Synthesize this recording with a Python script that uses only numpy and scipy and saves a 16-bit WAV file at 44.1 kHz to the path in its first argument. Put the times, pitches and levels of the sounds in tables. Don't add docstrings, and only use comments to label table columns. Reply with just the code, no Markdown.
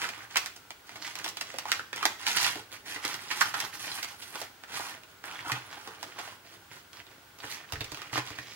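import sys
import numpy as np
from scipy import signal
from scipy.fft import rfft, irfft, next_fast_len
from scipy.io import wavfile
from scipy.ndimage import uniform_filter1d

SR = 44100
rng = np.random.default_rng(int(sys.argv[2]) if len(sys.argv) > 2 else 0)


def pcm_store(signal):
    levels = np.round(np.clip(np.atleast_2d(signal), -1, 1) * 32767)
    wavfile.write(sys.argv[1], SR, levels.astype(np.int16).T)


N = 377055
TIME = np.arange(N) / SR

# hz [Hz], level_db [dB]
AIR_OUTLINE = [(25, -17), (60, -2.5), (105, -2), (160, -7), (400, -4), (600, -10), (850, -6), (1250, -12),
               (1430, 0), (1650, -7), (3000, -9.5), (6000, -15), (10000, -19), (15500, -18.5)]
# [dB, relative]
STROKES = [ (-.03, 0.084, -34.5, -2.5), (0.1, 0.13, -46.5, -6), (0.284, 0.19, -47, -1),
           (0.846, 0.39, -53.5, -2), (1.002, 0.11, -43.5, 0), (1.155, 0.035, -40, -2.5),
           (1.243, 0.045, -40.5, -3), (1.343, 0.28, -49.5, -2), (1.656, 0.11, -38, -5),
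           (1.934, 0.16, -41.5, -4.5), (2.178, 0.13, -40.5, -4), (2.245, 0.082, -32.5, 1),
           (2.332, 0.15, -30, -0.5), (2.467, 0.12, -43, -3), (2.704, 0.052, -46, 0), (2.842, 0.1, -43, 1.5),
           (2.919, 0.077, -42.5, -5), (3.009, 0.14, -37.5, -2.5), (3.164, 0.16, -46.5, -1.5),
           (3.287, 0.21, -37.5, -2.5), (3.53, 0.12, -35.5, -4.5), (3.715, 0.035, -41, 1),
           (3.778, 0.17, -41, 1), (3.918, 0.085, -40.5, -1.5), (4.05, 0.084, -46, -2.5),
           (4.171, 0.16, -51, -1), (4.319, 0.12, -43, -3), (4.668, 0.13, -44, -4), (4.717, 0.053, -41, -1),
           (4.774, 0.14, -40.5, -3), (5.068, 0.021, -50.5, -5), (5.227, 0.18, -43, -7),
           (5.431, 0.13, -35, -8.5), (5.6, 0.14, -50, -5), (5.687, 0.27, -48, -6), (5.98, 0.2, -51, -2.5),
           (6.143, 0.19, -45.5, -5), (6.425, 0.086, -58.5, 2.5), (6.502, 0.045, -52, -1),
           (6.693, 0.1, -51.5, -1), (6.919, 0.078, -51, -2.5), (7.06, 0.097, -58.5, -4),
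           (7.414, 0.075, -44, -2.5), (7.474, 0.077, -40.5, 1), (7.526, 0.11, -50, -7.5),
           (7.666, 0.28, -52, -3.5), (7.925, 0.18, -49, -4.5), (8.115, 0.068, -36.5, -1),
           (8.232, 0.086, -45, -2), (8.327, 0.54, -52, 2)]
# hz [Hz], level_db [dB]
RUB_OUTLINE = [(40, -52.5), (110, -10), (230, -16), (310, -11.5), (570, -17), (820, -3), (1500, 2),
               (2600, 0.5), (4200, 6.5), (8500, 0), (15500, -6.5)]
# time_s [s], top_octave_db [dB]
SHEEN = [(1.5, -3), (3.3, 0), (4.4, 4.5), (4.7, 0.5), (7.5, -0.5), (8.3, -5)]
# hz [Hz], level_db [dB]
CREASE_OUTLINE = [(100, -48), (400, -2), (1000, -13), (2000, 3.5), (5500, -16.5), (15500, -7)]
# pitch_hz [Hz], width_hz [Hz], lift_db [dB]
POCKET_RESONANCES = [(780, 365, 5), (1440, 290, 2), (1820, 98, 3.5), (2420, 42, 3.5)]
# time_s [s], place [0 = open edge of the pocket, 2 = its middle]
HAND_PLACE = [(0, 0.24), (2, 0.44), (4.2, 1.16), (5.6, 0.66), (6.8, 1.66), (7.8, 1.18)]
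# [ms, decay to 1/e]
SNAPS = [(0.0176, -32.5, 2040, -10, -18, 1.6), (0.042, -30.5, 1540, -36, -27, 2.6),
         (0.0895, -33, 2350, -6.5, -13.5, 3.2), (0.358, -24.5, 1530, -9.5, -18.5, 1.5),
         (0.3648, -25.5, 2380, -21, -24, 8.2), (0.37, -21, 2440, -9, -6.5, 1.9),
         (0.4603, -33, 1820, -14, -7, 0.59), (0.5622, -45, 2690, 5, 0, 5.4),
         (0.7061, -38.5, 2310, 0, -10.5, 0.68), (0.893, -43, 1960, -3, -15, 2.3),
         (0.9571, -42.5, 2030, 0, -13.5, 4.5), (1.155, -35, 2100, -8, -9, 0.5),
         (1.188, -39, 2420, -5, -4, 2.8), (1.243, -31.5, 3230, -2.5, -8.5, 9.1),
         (1.262, -34, 2070, 2, -16, 0.93), (1.2787, -35.5, 3440, -16, -13, 2.3),
         (1.2883, -36.5, 3080, -10, 8, 3.3), (1.3707, -35.5, 3010, -3, -10, 1.2),
         (1.411, -29.5, 2250, -5.5, -9, 1.7), (1.541, -38.5, 800, 8, -21, 3),
         (1.586, -30, 3040, -1, -8, 0.84), (1.655, -34.5, 880, -9, -25, 0.9),
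         (1.7177, -19.5, 1840, -15, -15, 0.66), (1.7946, -33, 1410, -12, -25, 0.74),
         (1.93, -32, 1830, -4.5, -18.5, 1.2), (1.9609, -36.5, 3180, 6, 0, 1.7),
         (2.0281, -27, 1300, -11, -19, 3.4), (2.054, -17.5, 2036, -3, -10, 1.2),
         (2.2666, -24, 2720, -21, -17, 2.2), (2.277, -29, 4530, -32, -28, 3),
         (2.3683, -26.5, 2800, -28, -21, 8), (2.383, -30, 1890, -33, -21, 6.6),
         (2.4135, -36, 2700, -25, -23, 1.7), (2.428, -29, 4540, -15, -6, 2.8),
         (2.444, -25, 2570, -16, -16, 4.5), (2.5568, -39, 730, 4, -11, 0.83),
         (2.961, -35, 1900, -10, -18, 1), (3.051, -28.5, 2000, -6, -10, 1.7),
         (3.1424, -33, 1820, -11, -11, 1.5), (3.312, -28, 2270, -12.5, -19, 7.5),
         (3.4095, -22, 1570, -9, -7, 7.5), (3.4138, -17.5, 1416, -37, -35, 0.66),
         (3.541, -27.5, 1340, -11, -18.5, 4.2), (3.6024, -28.5, 2113, -14, -4.5, 1.7),
         (3.8698, -41, 921, 4, -17, 1.1), (3.917, -35, 4030, -23, -33, 2.7),
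         (3.9866, -36.5, 1606, -8, -19, 3), (4.0285, -31, 2110, -9, -8, 5.7),
         (4.0445, -35, 1900, -7, -11, 3.1), (4.221, -41.5, 3080, -9, -11, 21),
         (4.356, -36.5, 910, 3, -10, 2.4), (4.4035, -43, 3070, -4, 1, 0.78),
         (4.416, -34.5, 1420, 11, -4, 2), (4.6367, -41.5, 1720, -6, -19, 0.3),
         (4.7972, -34.5, 840, -4.5, -33, 0.7), (5.035, -49.5, 2620, -15, -16, 1),
         (5.2405, -38.5, 1670, -2, -21.5, 0.22), (5.4975, -30.5, 1020, -16, -32, 1.1),
         (5.5184, -27.5, 2100, -21, -12.5, 2.7), (5.8749, -39, 1220, 5, -12, 2.4),
         (6.0288, -34.5, 934, -0.5, -9, 1.8), (6.187, -36.5, 970, -2, -17, 14),
         (6.2758, -42, 825, -5, -21, 3.7), (6.931, -47.5, 3320, -18, -13, 1.7),
         (7.0671, -51, 3320, -12, -19, 1.2), (7.3875, -49, 2500, 5, -3, 3),
         (7.402, -44, 3780, -4, -16, 2.5), (7.4412, -39.5, 1680, -3, -26, 2.2),
         (7.7232, -32.5, 1780, -1, -9.5, 1.1), (7.735, -38, 1440, -11, -13, 1.1),
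         (7.757, -38.5, 1780, -11, -22, 1.8), (7.8075, -32, 3320, -8.5, -16.5, 5.1),
         (7.8437, -39, 2540, -17, -9, 3), (7.9184, -36, 1160, 8.5, -6.5, 4.4),
         (7.9457, -38.5, 2540, -9, -13, 0.72), (7.9732, -41, 1120, -2, -13, 0.5),
         (8.0182, -38.5, 2570, 1.5, -12, 1.5), (8.13, -34, 1250, 1, -21, 3.3),
         (8.1573, -31, 1140, 2, -26, 0.91), (8.176, -26, 860, -3, -22.5, 5.14),
         (8.3047, -42.5, 890, -6, -13, 1.1), (8.3863, -35, 1850, -6, -20, 2.6)]
# hz [Hz], lift_db [dB]
CRACK_OUTLINE = [(5500, 6), (9500, -5), (15500, -6)]
# [dB, settling binder in the mix with the low modes]
BUMPS = [(2.557, -38, -58, 1), (2.959, -43.5, -66, -5), (3.05, -38.5, -66, 3), (5.464, -43, -61, -4),
         (5.52, -41, -44.5, -16), (5.879, -45, -82, -5), (7.438, -42, -57.5, -7), (7.732, -42, -42, 10),
         (7.768, -50, -48, 14), (7.81, -39.5, -44, 8), (7.92, -46, -53, 5), (8.13, -56, -48, -30),
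         (8.182, -56, -47.5, -22), (8.306, -44, -53, 25), (8.386, -50, -56, -5.5)]
# [dB, relative]
DESK_MODES = [(50, 0.11, -38), (78, 0.16, -37), (124, 0.27, -7), (301, 0.066, 6.5), (332, 0.091, -10),
              (428.6, 0.22, -3)]
# [dB, left minus right in short waves, before the treble tilt]
PORTS = [(0, 0.11, -2.5), (1, 0.099, -5.5), (2, 0.033, -5)]
# left_ms [ms after the direct sound at the left
# port], right_ms [ms, likewise at the right port], level_db [dB against the direct sound]
ECHOES = [(7.3, 7.6, -15.5), (10.2, 9.9, -16.5)]

SPOTS = np.linspace(0, 2, num=7)
AIR_DB, HUM_DB, WHINE_DB = -56.5, -73.5, -72
HUM_HZ, WHINE_HZ = 100.3, 15677
ATTACK_S, SWELL_DB, RELEASE_T60_S = 0.029, 2, 0.22
REST_DB, REST_BRIGHT_DB = -70, -20
STROKE_DB, STROKE_BRIGHT_DB, STROKE_BODY_DB, STROKE_THINNING = -46.5, 2, -15, 0.54
BEND_MS = 0.5
EARLY_DB, EARLY_T60_S, ROOM_DB, ROOM_T60_S = -0.32, 0.078, -6.5, 0.39
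PAN_TREBLE_DB = -3.5
TOP_HZ = 16100
DESK_STAND_DB, DESK_AIR_DB = -3, -4.5


def to_gain(db):
    return 10 ** (np.asarray(db) / 20)


def unit(x):
    return x / np.sqrt(np.mean(x ** 2) + 1e-30)


def outline_db(points, hz):
    corner_hz, db = np.transpose(points)
    return np.interp(np.log(hz + 1), np.log(corner_hz), db)


def filtered(x, gain):
    size = next_fast_len(x.shape[-1])
    spectrum = rfft(x, size) * gain(np.fft.rfftfreq(size, 1 / SR))
    return irfft(spectrum, size)[..., :x.shape[-1]]


def band(x, lo_hz, hi_hz, order=8):
    return filtered(x, lambda f: 1 / (1 + (f / hi_hz) ** order) - 1 / (1 + (f / lo_hz) ** order))


def fade(t, t60):
    return np.exp(-np.log(1000) * t / t60)


def walk(rate):
    hold = max(int(SR / rate), 1)
    held = np.repeat(rng.standard_normal(N)[:N // hold + 1], hold)[:N]
    return unit(uniform_filter1d(held, hold))


def add(track, s, sound):
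    start = min(int(s * SR), N - 1)
    part = sound[max(-start, 0):N - start]
    track[max(start, 0):max(start, 0) + len(part)] += part


def causal(gain):
    cepstrum = irfft(np.log(gain))
    half = len(cepstrum) // 2
    cepstrum[1:half] *= 2
    cepstrum[half + 1:] = 0
    return irfft(np.exp(rfft(cepstrum)))


def background(wide_hz=1300):
    noise = rng.standard_normal((2, N))
    mid, side = filtered(noise, lambda f: to_gain(outline_db(AIR_OUTLINE, f)))
    side = filtered(side, lambda f: f / np.hypot(f, wide_hz))
    air = unit(mid + np.array([[1], [-1]]) * side)
    whine = np.sin(2 * np.pi * np.cumsum(WHINE_HZ + 5 * walk(20)) / SR)
    hum = np.sin(2 * np.pi * HUM_HZ * TIME)
    air = air * to_gain(AIR_DB + .5 * walk(6.1))
    return air + unit(hum) * to_gain(HUM_DB) + unit(whine) * to_gain(WHINE_DB)


def pocket_db(hz):
    return sum(db / (1 + (2 * (hz - f) / width) ** 2) for f, width, db in POCKET_RESONANCES)


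def pocket_response(points, size=1024):
    hz = np.fft.rfftfreq(size, 1 / SR)
    return causal(to_gain(outline_db(points, hz) + pocket_db(hz)))


def strokes():
    power = np.full(N, to_gain(REST_DB) ** 2)
    weighted_bright = power * REST_BRIGHT_DB
    t = TIME[:SR * 3 // 4]
    for s, length_s, db, bright_db in STROKES:
        attack = np.minimum(t / ATTACK_S, 1)
        swell = to_gain(SWELL_DB * (np.sin(np.pi * np.minimum(t / length_s, 1)) - 2))
        release = fade(np.maximum(t - length_s, 0), RELEASE_T60_S)
        envelope = to_gain(db) * attack * swell * release
        add(power, s, envelope ** 2)
        add(weighted_bright, s, envelope ** 2 * bright_db)
    return np.sqrt(power), weighted_bright / power


def crinkle(per_s, spread_db, slip_s):
    sizes = to_gain(spread_db * np.minimum(rng.exponential(size=N), 4))
    hits = (rng.random(N) < per_s / SR) * sizes ** 2
    power = signal.lfilter([1], [1, -np.exp(-2 / (slip_s * SR))], hits)
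    return power / (power.mean() + 1e-30)


def creases(strength, per_s=70, spread_db=5.5, level_db=-7, masking=0.47,
            lo_hz=1000, hi_hz=6500, sharpness=1.8):
    pitches = np.geomspace(lo_hz, hi_hz, num=9)
    sizes = to_gain(spread_db * np.clip(rng.standard_normal(N), -2, 2))
    ticks = (rng.random(N) < per_s / SR) * sizes
    which = rng.integers(len(pitches), size=N)
    rung = np.zeros(N)
    for k, hz in enumerate(pitches):
        rung += signal.lfilter(*signal.iirpeak(hz, sharpness, fs=SR), ticks * (which == k))
    sound = unit(signal.oaconvolve(rung, pocket_response(CREASE_OUTLINE))[:N])
    return sound * to_gain(level_db) / np.maximum(strength / to_gain(STROKE_DB), 1) ** masking


def sliding(slips_per_s=380, spread_db=4.5, slip_s=0.00074, chatter_db=0.62, flex_db=0.82,
            tilt_share=0.52, wander=5.7, mid_db=-8.5, upper_db=-2.0, bright_db=-2.5, top_db=-7):
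    strength, bright = strokes()
    sheen = np.interp(TIME, *np.transpose(SHEEN))
    shared_slips = crinkle(slips_per_s, spread_db, slip_s)
    colour = pocket_response(RUB_OUTLINE)
    body = STROKE_BODY_DB - STROKE_THINNING * (20 * np.log10(strength) - STROKE_DB)
    tilt = tilt_share * (bright - STROKE_BRIGHT_DB)
    edges_hz = [30, 680, 1600, 3600, 8000, 17000]
    registers_db = [body, mid_db - tilt, upper_db + tilt, bright + bright_db, bright + sheen + top_db]
    out = creases(strength)
    for lo, hi, db in zip(edges_hz, edges_hz[1:], registers_db):
        own_slips = crinkle(slips_per_s, spread_db, slip_s)
        power = 1 + shared_slips + own_slips
        rub = signal.oaconvolve(rng.standard_normal(N) * np.sqrt(power), colour)[:N]
        out = out + unit(band(rub, lo, hi, order=16)) * to_gain(db + flex_db * walk(25))
    place = np.interp(TIME, *np.transpose(HAND_PLACE))
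    share = np.array([np.exp(wander * walk(14) - 2 * (place - spot) ** 2) for spot in SPOTS])
    share /= np.linalg.norm(share, axis=0)
    return out * strength * to_gain(chatter_db * walk(70)) * share


def bent(x):
    return filtered(x, lambda f: np.exp(-4j * np.pi * BEND_MS / 1000 * np.sqrt(1000 * f)))


def patch(ring_hz, spread=0.1876, t60_s=0.062):
    t = TIME[:SR // 6]
    detune, phase = rng.standard_normal((2, 6, 1))
    modes = np.sin(2 * np.pi * (ring_hz * np.exp(spread * detune) * t + phase))
    return unit(modes.sum(axis=0)) * fade(t, t60_s)


def snaps(flutter=0.36, shoulder_db=-2.5, lead_in_db=-13, lead_in_share=0.9, ring_db=-11.0):
    out = np.zeros((len(SPOTS), N))
    lead, first = int(.008 * SR), int(.006 * SR)
    t = (np.arange(SR // 32) - lead) / SR
    for s, db, ring_hz, body_db, crack_db, ms in SNAPS:
        age = abs(t) / (max(ms, .2) * 1e-3)
        lead_in = to_gain(lead_in_db) * np.exp(-age / lead_in_share)
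        envelope = np.where(t < 0, lead_in, np.exp(-age))
        push = flutter * rng.standard_normal(len(t)) * envelope
        push[lead] += 1
        spectrum = rfft(push)
        push = irfft(spectrum / np.sqrt(uniform_filter1d(abs(spectrum) ** 2, size=36)), len(t))
        body = [(60, body_db - 53.0), (300, body_db - 6.5), (520, body_db - 7.5)]
        ring = [(max(ring_hz / 1.047, 620), shoulder_db), (ring_hz, 1),
                (ring_hz * 1.29, shoulder_db + crack_db / 7)]
        crack = [(hz, crack_db + lift) for hz, lift in CRACK_OUTLINE]
        colour = pocket_response(sorted(body + ring + crack))
        snap = bent(signal.fftconvolve(push, colour))
        onset_rms = np.sqrt(np.mean(snap[lead:lead + first] ** 2))
        place = np.interp(s, *np.transpose(HAND_PLACE)) + rng.uniform(-.5, .5)
        spot = np.argmin(abs(SPOTS - place))
        add(out[spot], s - lead / SR, snap * to_gain(db) / onset_rms)
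        add(out[spot], s, patch(ring_hz) * to_gain(db + ring_db))
    return out


def bumps(knock_offset_db=-9, thud=0.4, thud_t60_s=0.22, rumble_t60_s=0.085):
    out, t = np.zeros(N), TIME[:SR // 2]
    first = SR // 50
    mode_hz, mode_t60_s, mode_db = np.transpose(DESK_MODES)[:, :, None]
    for s, knock_db, boom_db, rumble_db in BUMPS:
        detune = 1 + 0.019 * rng.standard_normal((len(DESK_MODES), 1))
        rings = to_gain(mode_db) * np.sin(2 * np.pi * mode_hz * detune * t) * fade(t, mode_t60_s)
        rings *= rng.choice([-1, 1], (len(DESK_MODES), 1))
        noise = rng.standard_normal(len(t))
        rumble = unit(band(noise, 50, 147)) * fade(t, rumble_t60_s)
        boom = rings[:3].sum(axis=0) + to_gain(rumble_db) * rumble
        knock = rings[3:].sum(axis=0) / 2 + thud * unit(band(noise, 330, 540)) * fade(t, thud_t60_s)
        sound = boom * to_gain(boom_db) / np.std(boom[:first])
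        sound += knock * to_gain(knock_db + knock_offset_db) / np.std(knock[:first])
        add(out, s, sound * (1 - np.exp(-t / 0.0005)))
    return out


def evened(paths):
    power = np.mean(abs(rfft(paths)) ** 2, axis=0)
    gain = np.sqrt(uniform_filter1d(power, size=2000) / uniform_filter1d(power, size=70))
    return signal.fftconvolve(paths, causal(gain)[None], axes=1)[:, :paths.shape[1]]


def room(x, lag_ms, pan_db, wide_hz=780, shadow_hz=600, tail_treble_db=-4, wet_pan_db=-2):
    t = TIME[:SR // 2]
    hz = np.fft.rfftfreq(len(t), 1 / SR)
    sides = np.array([[1], [-1]])
    pan = pan_db * hz / np.hypot(hz, shadow_hz) + PAN_TREBLE_DB * hz / TOP_HZ
    port_gain = to_gain(sides * pan / 2) / np.sqrt(np.cosh(np.log(to_gain(pan))))
    lead = 16
    delay_s = lead / SR + sides * lag_ms / 2000
    direct = irfft(port_gain * np.exp(-2j * np.pi * hz * delay_s), len(t))
    early = unit(fade(t, EARLY_T60_S) * (t > .0015)) * to_gain(EARLY_DB)
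    late = unit(fade(t, ROOM_T60_S) * (t > .008)) * to_gain(ROOM_DB)
    mid, side = rng.standard_normal((2, len(t)))
    mid = filtered(mid, lambda f: np.sqrt(1 + 1 / (1 + (f / wide_hz) ** 2)))
    side = filtered(side, lambda f: f / np.hypot(f, wide_hz))

    def tail_gain(f):
        treble = outline_db([(1500, 0.0047), (12000, tail_treble_db)], f)
        return to_gain(treble + sides * wet_pan_db / 2 * f / np.hypot(f, shadow_hz))

    diffuse = filtered(mid + sides * side, tail_gain)
    echoes = diffuse * np.hypot(early, late) / np.sqrt(2 * len(t))
    for *delays_ms, db in ECHOES:
        ports = [np.roll(port, int(ms * SR / 1000)) for port, ms in zip(direct, delays_ms)]
        echoes += to_gain(db) * np.array(ports)
    return signal.oaconvolve(x[None], evened(direct + echoes), axes=1)[:, lead:lead + N]


def scene():
    sources, desk = sliding() + snaps(), bumps()
    sources[-1] += desk * to_gain(DESK_AIR_DB)
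    place, *columns = np.transpose(PORTS)
    lags, pans = (np.interp(SPOTS, place, column) for column in columns)
    through_air = sum(room(x, lag, pan) for x, lag, pan in zip(sources, lags, pans))
    return through_air + desk * to_gain(DESK_STAND_DB) + background()


def record(dry):
    rounded = dry / (1 + (dry / .9) ** 6) ** (1 / 6)
    return signal.sosfilt(signal.ellip(10, .2, 80, TOP_HZ, fs=SR, output="sos"), rounded)


dry = scene()
out = record(dry)
pcm_store(out)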